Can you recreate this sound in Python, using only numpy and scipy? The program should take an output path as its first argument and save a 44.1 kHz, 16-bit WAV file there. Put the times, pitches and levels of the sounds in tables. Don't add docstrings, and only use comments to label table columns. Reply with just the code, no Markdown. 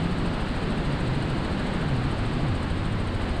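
import sys
import numpy as np
from scipy import signal
from scipy.io import wavfile
from scipy.ndimage import uniform_filter1d

SR = 44100
rng = np.random.default_rng(int(sys.argv[2]) if len(sys.argv) > 2 else 0)


def decibels_to_gain(level_db):
    exponent = np.asarray(level_db, float) / 20
    return 10 ** exponent


def waveform_to_disk(signal):
    frames = np.transpose(np.atleast_2d(signal))
    scaled = np.clip(frames, -1, 1) * 32767
    samples = np.round(scaled).astype(np.int16)
    wavfile.write(sys.argv[1], SR, samples)


N = 149940

# time in seconds, blade passes per second.
ROTOR_SPEED = [
    (0, 13.5),
    (2.2, 13.5),
    (3.0, 13.58),
    (3.4, 13.58),
]
# multiple of the blade rate, rms level in dB.
BLADE_HARMONICS = [(1, -41), (2, -36.5), (3, -40), (4, -42), (5, -46)]
# multiple of the firing rate, rms level in dB.
FIRING_ORDERS = [(1, -43), (2, -41), (3, -47), (4, -55)]
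# time in seconds, pitch in Hz, level in dB.
VENT_MOAN = [(0, 169.3, -31), (.25, 167.7, -32.5), (0.401, 147.1, -43), (.62, 173.2, -37),
             (.8, 225.2, -35.5), (0.861, 146.4, -32), (1.2, 132, -32.5), (1.398, 145, -31),
             (1.701, 199.1, -37), (1.902, 135.9, -28.5), (2.151, 115.5, -31.5), (2.32, 115, -31),
             (2.44, 151.9, -29), (2.55, 81.3, -30.5), (2.72, 78.8, -32.5), (2.819, 104.9, -32.5),
             (3.079, 98.3, -32.5), (3.281, 78.65, -33)]
# moment in turns (0-1), spread in ms, pitch in Hz, width in Hz, level in dB.
TRIM_RATTLES = [(.545, 3.6, 8350, 800, -54), (.64, 9, 8000, 900, -63), (.47, 4, 9900, 900, -69),
                (.70, 4, 10000, 900, -71), (.6, 6, 6800, 900, -68), (.67, 1.3, 11900, 1700, -71)]
# frequency in Hz,
# density in dB.
AIR_SPECTRUM = [(20, -12.5), (45, -8), (62, -6), (95, -4.5), (200, -5), (322, -9), (447, -13.5),
                (620, -15), (1000, -18), (1200, -19), (1650, -20.5), (2200, -25), (3000, -26),
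                 (3300, -28.5), (4100, -29),
                (4700, -33.5), (5400, -44), (6000, -48), (7300, -46), (8400, -43), (10100, -56.5),
                 (12000, -65), (15700, -72)]
# time in seconds, level in dB.
GUST_LEVEL = [(0.0, -34), (0.2, -35), (0.22, -35), (0.29, -34.5), (1.69, -34), (3.19, -36), (3.23, -34.5),
              (3.4, -35.5)]

THUMP_TURN, THUMP_SKEW_RAD = .777, -2.1
FIRINGS_PER_BLADE = 5.949
VENT_WIDTH_HZ, OVERTONE_RATIO, FUZZ_DB, OVERTONE_DB = 46, 1.83, -7.5, -7.5
WOBBLE_FRACTION, WOBBLE_HZ, THROB_DB = .065, 36, 1.5
TICKS_PER_S = 7000
ROAR_DB, PATCH_DB = -29, 0.31
SWISH_DB, SWISH_TURN, SWISH_FROM_HZ = 1.0, 0.55, 1930
FRAME, HOP = 2048, 256
HISS_DB, OFFSET, KNEE = -95, .0006, .4


def evened(x):
    return x / np.sqrt(np.mean(x ** 2) + 1e-20)


def read_spectrum(points, hz):
    f, value = np.transpose(points)
    return np.interp(np.log(hz + 1), np.log(f + 1), value)


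def resonate(x, hz, width_hz):
    carrier = np.exp(2j * np.pi * np.cumsum(hz * np.ones(len(x))) / SR)
    r = np.exp(-np.pi * width_hz / SR)
    low = signal.lfilter([(1 - r) ** 2], [1, -2 * r, r * r], x / carrier)
    return 2 * (carrier * low).real


def drift(rate_hz):
    t = np.arange(N) / SR
    rates_hz = rate_hz * np.geomspace(.1, 1, num=12)
    return evened(sum(np.sin(2 * np.pi * (f * t + rng.random())) / np.sqrt(f) for f in rates_hz))


def blade_turns():
    return np.cumsum(np.interp(np.arange(N) / SR, *np.transpose(ROTOR_SPEED))) / SR


def rotor(turns):
    wave = np.zeros(N)
    for multiple, db in BLADE_HARMONICS:
        phase = 2 * np.pi * round(multiple) * (turns - THUMP_TURN) + THUMP_SKEW_RAD
        wave += decibels_to_gain(db) * np.cos(phase)
    return np.sqrt(2) * wave * decibels_to_gain(0.93 * drift(2.22))


def engine(turns):
    hum = np.zeros(N)
    for multiple, db in FIRING_ORDERS:
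        level = decibels_to_gain(db + 0.92 * drift(3))
        cycles = round(multiple) * FIRINGS_PER_BLADE * turns + 0.083 * drift(3.1) + rng.random()
        hum += level * np.cos(2 * np.pi * cycles)
    return np.sqrt(2) * hum


def vent():
    s, pitch_hz, db = np.transpose(VENT_MOAN)
    t = np.arange(N) / SR
    hz = np.interp(t, s, pitch_hz)
    cycles = np.cumsum(hz * (1 + WOBBLE_FRACTION * drift(WOBBLE_HZ))) / SR
    tone = np.sin(2 * np.pi * cycles) * decibels_to_gain(THROB_DB * drift(WOBBLE_HZ))
    fuzz = resonate(rng.standard_normal(N), hz, VENT_WIDTH_HZ)
    upper = resonate(rng.standard_normal(N), OVERTONE_RATIO * hz, 2.08 * VENT_WIDTH_HZ)
    moan = evened(tone) + decibels_to_gain(FUZZ_DB) * evened(fuzz) + decibels_to_gain(OVERTONE_DB) * evened(upper)
    return decibels_to_gain(np.interp(t, s, db)) * moan


def rattles(turns):
    out, blade = np.zeros(N), turns.astype(int)
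    for turn, spread_ms, hz, width_hz, db in TRIM_RATTLES:
        late, strong = rng.standard_normal((60, 2)).T
        off_ms = (turns % 1 - turn - 0.017 * late[blade]) * 1000 / ROTOR_SPEED[0][1]
        gate = np.exp(-.5 * (off_ms / spread_ms) ** 2) * decibels_to_gain(db + 0.65 * strong[blade])
        ticks = rng.standard_normal(N) * (rng.random(N) < TICKS_PER_S / SR)
        ring = resonate(gate * ticks, hz, 2.7 * width_hz)
        ring = resonate(ring, hz, 2.7 * width_hz)
        out += ring / np.sqrt(np.mean(ring ** 2) / np.mean(gate ** 2))
    return out


def roar(turns):
    frames, hz = N // HOP + 9, np.fft.rfftfreq(FRAME, 1 / SR)
    real, imag, patches = rng.standard_normal((frames, len(hz), 3)).T
    patches = uniform_filter1d(patches, size=10, axis=0)
    patches = evened(uniform_filter1d(patches, size=28, axis=1))
    at = np.minimum(np.arange(frames) * HOP, N - 1)
    s, db = np.transpose(GUST_LEVEL)
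    gust_db = np.interp(at / SR, s, db - db.mean())
    treble = np.clip(hz / SWISH_FROM_HZ - 1, 0, 1)[:, None]
    swish = np.cos(2 * np.pi * (turns[at] - SWISH_TURN)) * treble
    shape_db = read_spectrum(AIR_SPECTRUM, hz)
    shape_db = shape_db - 40 * (hz < 10)
    z = (real + 1j * imag) * decibels_to_gain(shape_db[:, None] + PATCH_DB * patches + SWISH_DB * swish + gust_db)
    air = signal.istft(z, nperseg=FRAME, noverlap=FRAME - HOP)[1][:N]
    return decibels_to_gain(ROAR_DB) * evened(air)


def scene():
    turns = blade_turns()
    return (rotor(turns) + engine(turns) + vent() + rattles(turns) + roar(turns))[None]


def low_pass(x):
    return signal.sosfilt(signal.butter(12, 15720, fs=SR, output="sos"), x)


def record(dry):
    hiss = decibels_to_gain(HISS_DB) * rng.standard_normal(dry.shape)
    mic = KNEE * np.tanh(dry / KNEE) + OFFSET + hiss
    return low_pass(mic)


dry = scene()
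out = record(dry)
waveform_to_disk(out)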